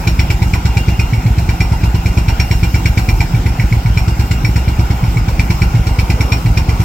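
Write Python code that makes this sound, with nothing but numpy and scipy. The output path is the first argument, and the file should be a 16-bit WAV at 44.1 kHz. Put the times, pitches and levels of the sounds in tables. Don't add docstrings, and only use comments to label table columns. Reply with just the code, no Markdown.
import sys
import numpy as np
from scipy import signal
from scipy.fft import rfft, irfft, next_fast_len
from scipy.io import wavfile
from scipy.ndimage import uniform_filter1d, map_coordinates

SR = 44100
rng = np.random.default_rng(int(sys.argv[2]) if len(sys.argv) > 2 else 0)


def master_out(mix):
    frames = np.transpose(np.atleast_2d(mix))
    ceiling = np.clip(frames, -1, 1)
    pcm = np.round(ceiling * 32767).astype(np.int16)
    wavfile.write(sys.argv[1], SR, pcm)


N = 301644

# t/s, strength/dB
BLOWS = [(0.0737, -11), (0.193, -8), (0.3037, -11), (0.4214, -18), (0.5362, -8), (0.6544, -16),
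         (0.7701, -10), (0.8829, -19), (0.9951, -10), (1.1343, -18), (1.2635, -21), (1.3828, -21),
         (1.4915, -14), (1.6057, -8), (1.7205, -25), (1.8362, -21), (1.9464, -23), (2.0592, -16),
         (2.1745, -15), (2.2842, -13), (2.3984, -8), (2.5117, -12), (2.6314, -14), (2.7442, -12),
         (2.8574, -7), (2.9761, -9), (3.0884, -10), (3.2051, -7), (3.3468, -21), (3.4615, -18),
         (3.5982, -10), (3.7254, -12), (3.8601, -21), (3.9734, -10), (4.0804, -27), (4.1969, -21),
         (4.3121, -18), (4.4483, -9), (4.5614, -19), (4.6798, -25), (4.7935, -21), (4.9054, -20),
         (5.0384, -21), (5.1711, -16), (5.2834, -24), (5.3946, -7), (5.5034, -12), (5.6191, -10),
         (5.7514, -23), (5.8704, -21), (5.9893, -12), (6.1005, -14), (6.2068, -12), (6.3215, -8),
         (6.4602, -20), (6.5735, -10), (6.6902, -17), (6.8009, -21)]
def strokes(usual_db=-13, slow_s=.124):
    s, db = np.transpose(BLOWS)
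    return zip(s, db - usual_db, np.diff(s, prepend=s[0]) > slow_s)


def puff(t, end_hz, peak_s, start_hz=164, glide_s=0.0057):
    cycles = end_hz * t + (start_hz - end_hz) * glide_s * (1 - np.exp(-t / glide_s))
    return np.sin(2 * np.pi * cycles) * swell(t, peak_s)


# f/Hz, level/dB, time to fade by 60 dB/s
AIR_NOTES = [(180, -14, 0.085), (247, -27.5, 0.19), (342.4, -21.5, 0.084)]
# time before the blow/s, level/dB, final f/Hz, time to peak/s, level of the air notes/dB
FREE_PUFF, CUSHIONED_PUFF = (.0058, -1, 71, .0076, 1), (.011, -2.8, 112, .0092, -7)
# time after the blow/s, level/dB
FREE_RETURN, CUSHIONED_RETURN = (.0375, -5.8), (.041, -3)
def exhaust():
    t = np.arange(SR // 6) / SR
    air, gush, echo = np.zeros((3, N))
    boom = sum(amp(db - 60 * t / t60) * np.sin(2 * np.pi * hz * t) for hz, db, t60 in AIR_NOTES)
    boom *= rise(t, 0.0021)
    for s, _, cushioned in strokes():
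        lead_s, db, hz, peak_s, boom_db = CUSHIONED_PUFF if cushioned else FREE_PUFF
        return_s, return_db = CUSHIONED_RETURN if cushioned else FREE_RETURN
        out, back = amp(db + rng.normal(0, .8)), amp(return_db + rng.normal(0, 1.3))
        add(air, s - lead_s, out * puff(t, hz * rng.normal(1, .03), peak_s))
        add(air, s - lead_s + 0.0021, out * amp(boom_db) * boom)
        add(air, s + return_s, back * puff(t, end_hz=45, peak_s=0.0075))
        add(gush, s - lead_s, out * swell(t, peak_s=0.0089))
        add(gush, s + return_s, back * swell(t, peak_s=0.0045))
    add(echo, .018, 0.4 * air)
    swirl = rush([(40, -33), (170, 4.5), (350, -5.5), (520, -17.5), (1500, -65)], patchy_db=2)
    return air + echo + amp(-21) * gush * swirl


def hits(usual_db, growth, cushion_db):
    for s, force_db, cushioned in strokes():
        yield s, amp(usual_db + growth * force_db + cushion_db * cushioned), cushioned


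def clang(t, hz, t60=0.034):
    note = np.zeros(len(t))
    for ratio, db in [(1, 4.5), (0.87, -6), (1.055, -9.5), (0.91, -15)]:
        gain = amp(db + rng.normal(0, 2.7))
        cycles = hz * ratio * rng.normal(1, 0.0068) * t + rng.random() / 2
        note += gain * np.sin(2 * np.pi * cycles)
    note *= amp(-60 * t / t60) * rise(t, 0.001)
    return note / np.linalg.norm(note)


def casing(free_hz=2335, cushioned_hz=2255):
    t = np.arange(SR // 10) / SR
    out = np.zeros(N)
    for s, gain, cushioned in hits(usual_db=6.5, growth=1, cushion_db=.5):
        hz = (cushioned_hz if cushioned else free_hz) * rng.normal(1, .018)
        add(out, s - .0005, gain * clang(t, hz))
        add(out, s + rng.uniform(.003, .009), gain * amp(-10) * clang(t, hz))
    return out


# t/s, level/dB
BITE = [(0, 2.5), (.6, -1), (2.05, -1.5), (2.33, 2), (2.8, 0), (3.5, -2), (4, -.5), (4.45, 3), (4.75, -1.5),
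        (5.5, -1), (6.1, 1.5), (6.84, 0)]
COLLAR_HZ = [5530, 5340, 7381, 4387]
# level/dB, time to fade by 60 dB/s
COLLAR_FADES = [(3.5, 0.08), (-.5, 0.06), (-7, 0.09), (-7, 0.1)]
def collar():
    t = np.arange(SR // 10) / SR
    out = np.zeros((2, N))
    for s, gain, _ in hits(usual_db=-28, growth=.7, cushion_db=-2.5):
        strike = gain * amp(1.8 * at_time(BITE, s)) * rise(t, 0.0025)
        for hz, (db, t60) in zip(COLLAR_HZ, COLLAR_FADES):
            phase = rng.uniform(0, 2 * np.pi) + rng.normal(0, 0.36, (2, 1))
            detune = rng.normal(1, 0.002)
            fade = amp(db + rng.normal(0, 2.5) - 60 * t / t60)
            add(out, s, strike * fade * np.sin(2 * np.pi * hz * detune * t + phase))
    return out


# t/s, f/Hz, level/dB
CLINKS = [(.654, 7381, -30), (2.286, 5530, -23), (2.397, 5530, -17), (4.31, 7381, -22.5)]
def clinks():
    t = np.arange(SR // 4) / SR
    out = np.zeros(N)
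    for s, hz, db in CLINKS:
        add(out, s, amp(db - 60 * t / 0.1) * np.sin(2 * np.pi * hz * t) * rise(t, 0.0024))
    return out


# f/Hz, relative level/dB
RATTLE_COLOUR = [(500, -25), (950, 3), (1200, -8.5), (1450, 8.5), (1700, -2.5), (2300, 8.5), (3400, -5.5),
                 (4300, 0.5), (4700, -5.5), (5350, 1), (6200, -8.5), (7600, -8), (10000, -24.5),
                 (12000, -13), (16000, -23)]
def rattle():
    t = np.arange(SR // 10) / SR
    burst = amp(-60 * t / 0.09) * rise(t, 0.003)
    shake = np.zeros(N)
    for s, gain, _ in hits(usual_db=-17.8, growth=.33, cushion_db=-6):
        add(shake, s - .003, gain * amp(at_time(BITE, s)) * burst)
    chatter = unit(amp(1.16 * wobble(600)))
    return shake * chatter * rush(RATTLE_COLOUR, patchy_db=2)


# t/s, relative level/dB
ROD_LEVELS = [(0.07, -51), (0.34, -45), (0.57, -52), (0.71, -38), (1.15, -45), (1.18, -52), (2.77, -41),
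              (3.03, -54), (3.64, -54), (4.34, -42), (4.39, -53), (4.63, -46), (4.97, -54), (5.9, -46),
              (6.02, -54), (6.22, -46), (6.34, -54), (6.8, -47)]
def rod(hz=2786, boost_db=24):
    t = np.arange(SR // 3) / SR
    ring = amp(-60 * t / 0.21) * rise(t, 0.02) ** 2
    level = np.zeros(N)
    for s, _, _ in strokes():
        add(level, s, amp(boost_db + at_time(ROD_LEVELS, s)) * ring)
    flicker = unit(amp(2.9 * wobble(90)))
    return level * flicker * np.sin(2 * np.pi * hz * np.arange(N) / SR + wobble(35))


def knock():
    t = np.arange(SR // 10) / SR
    level = np.zeros(N)
    for s, gain, _ in hits(usual_db=-30, growth=.18, cushion_db=-3):
        add(level, s + 0.0023, gain * swell(t, peak_s=0.012))
    return level * rush([(500, -18), (720, -0.5), (950, 3.5), (1080, -9), (1400, -26)], patchy_db=4.5)


# f/Hz, relative level/dB
HISS_COLOUR = [(330, -5), (580, -8.5), (800, 4), (1150, -10), (1450, -4), (1700, -12), (2300, -4.7),
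               (3400, -16), (4700, -17.5), (5300, -12), (6000, -19.5), (7600, -18.5), (10000, -33),
               (11500, -22.5), (15000, -22.5)]
# t/s, relative level/dB
SPRAY_LEVELS = [(0.0, -45), (0.63, -47), (3.24, -43), (3.26, -46), (5.14, -45), (5.22, -52), (5.31, -45),
                (5.64, -46), (6.78, -45), (6.84, -41)]
def flushing_air(split_hz=8000):
    spray_db = at_time(SPRAY_LEVELS, np.arange(N) / SR)
    jet = rush(HISS_COLOUR, patchy_db=2)
    spray = filtered(jet, lambda hz: 1 / (1 + (split_hz / (hz + 1)) ** 4))
    flicker = amp(spray_db - spray_db.mean() + 0.76 * wobble(400) + 1.1 * wobble(8))
    return amp(-30.2) * (jet - spray + flicker * spray)


# t/s, level/dB
ROAR_LEVELS = [(0, -35), (.45, -45), (2, -49), (4.7, -41), (5.7, -36), (6.25, -29.5), (6.6, -36.5)]
# f/Hz, relative level/dB
ROAR_COLOUR = [(200, -8), (480, 3.5), (620, -3), (900, 0), (2500, -28)]
def rock_chips():
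    return amp(at_time(ROAR_LEVELS, np.arange(N) / SR)) * rush(ROAR_COLOUR, patchy_db=4.5)


# f/Hz, relative level/dB
RUMBLE_COLOUR = [(20, -11), (44, 8), (110, -5.5), (175, -2), (215, -14.5), (330, -12.5), (420, -22),
                 (900, -29), (3000, -87)]
# f/Hz, level/dB
WHINES = [(245, -36), (748, -42.5), (1443, -48.5)]
def engine():
    t = np.arange(N) / SR
    tones = np.zeros(N)
    for hz, db in WHINES:
        tones += amp(db + 3.1 * wobble(7.4)) * np.sin(2 * np.pi * hz * t + 1.3 * wobble(12))
    return amp(-18.8) * rush(RUMBLE_COLOUR, patchy_db=1.5) + tones


# f/Hz, time to fade by 60 dB/s
ECHO_FADES = [(300, 0.47), (2500, 0.14), (10000, .16)]
def echoes(x):
    hz, t, noise = signal.stft(rng.standard_normal((2, SR // 2)), SR, nperseg=256)
    tail = signal.istft(noise * amp(-60 * t / at_pitch(ECHO_FADES, hz)[:, None]), SR, nperseg=256)[1]
    out = np.zeros((2, N))
    add(out, .008, signal.fftconvolve(x, tail / np.linalg.norm(tail[0]), axes=1))
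    return out


# f/Hz, left minus right level/dB
BALANCE = [(200, -.5), (450, -1.5), (850, -5.5), (1450, 9), (1900, -1.5), (2350, 1), (2780, -3.5),
           (3250, 6.5), (4800, -1), (5600, -3.5), (8600, 9), (11500, -5.5), (13500, -6.5), (15500, -2)]
def stereo_colour(x, skew_rad=0.075):
    sides = np.array([[1], [-1]])
    def response(hz):
        lean = amp(sides / 2 * at_pitch(BALANCE, hz))
        return np.exp(1j * skew_rad * sides) * lean / np.sqrt(np.mean(lean ** 2, axis=0))
    return filtered(x, response)


# f/Hz, likeness (1 = the same, below 0 = opposed)
LIKENESS = [(200, 1), (750, 0.85), (1200, -0.69), (1600, 0.19), (2300, 0.82), (3100, 0.015), (15000, -0.12)]
def rush(colour, patchy_db):
    noise = signal.stft(rng.standard_normal((2, N)), nperseg=512)[2]
    patches = uniform_filter1d(rng.standard_normal(noise.shape[1:]), size=5, axis=0)
    patches = uniform_filter1d(patches, size=12, axis=1)
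    pair = signal.istft(noise * amp(patchy_db * unit(patches)), nperseg=512)[1][:, :N]
    width = lambda hz: np.tan(np.arccos(np.clip(at_pitch(LIKENESS, hz), -.7, .995)) / 2)
    mid, side = filtered(pair, lambda hz: amp(at_pitch(colour, hz)) * [np.ones_like(hz), width(hz)])
    return np.array([mid + side, mid - side]) / np.std(mid)


def amp(db):
    return 10 ** (np.asarray(db) / 20)


def unit(x):
    return x / np.sqrt(np.mean(x ** 2) + 1e-20)


def at_time(points, s):
    return np.interp(s, *np.transpose(points))


def at_pitch(points, hz):
    freqs, values = np.transpose(points)
    return np.interp(np.log(hz + 1), np.log(freqs + 1), values)


def rise(t, rise_s):
    return 1 - np.exp(-t / rise_s)


def swell(t, peak_s):
    u = t / peak_s
    return (u * np.exp(1 - u)) ** 1.29


def wobble(rate):
    return map_coordinates(rng.standard_normal(int(N * rate / SR) + 4), [np.arange(N) * rate / SR])


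def filtered(x, response):
    size = next_fast_len(N + SR // 2)
    return irfft(rfft(x, size) * response(np.fft.rfftfreq(size, 1 / SR)), size)[..., :N]


def add(track, s, sound):
    start = max(0, round(s * SR))
    part = track[..., start:start + sound.shape[-1]]
    part += sound[..., :part.shape[-1]]


def scene():
    steel = casing() + collar() + clinks() + rattle() + rod() + knock()
    hammer = exhaust() + steel + amp(-8.5) * echoes(steel)
    return stereo_colour(hammer + flushing_air() + rock_chips() + engine())


def record(dry, low_hz=27, top_hz=15950, ceiling=.98):
    body = filtered(dry, lambda hz: 1 / np.sqrt(1 + (low_hz / (hz + 1)) ** 8))
    rounded = body / (1 + np.abs(body / ceiling) ** 5) ** (1 / 5)
    return filtered(rounded, lambda hz: hz < top_hz)


dry = scene()
out = record(dry)
master_out(out)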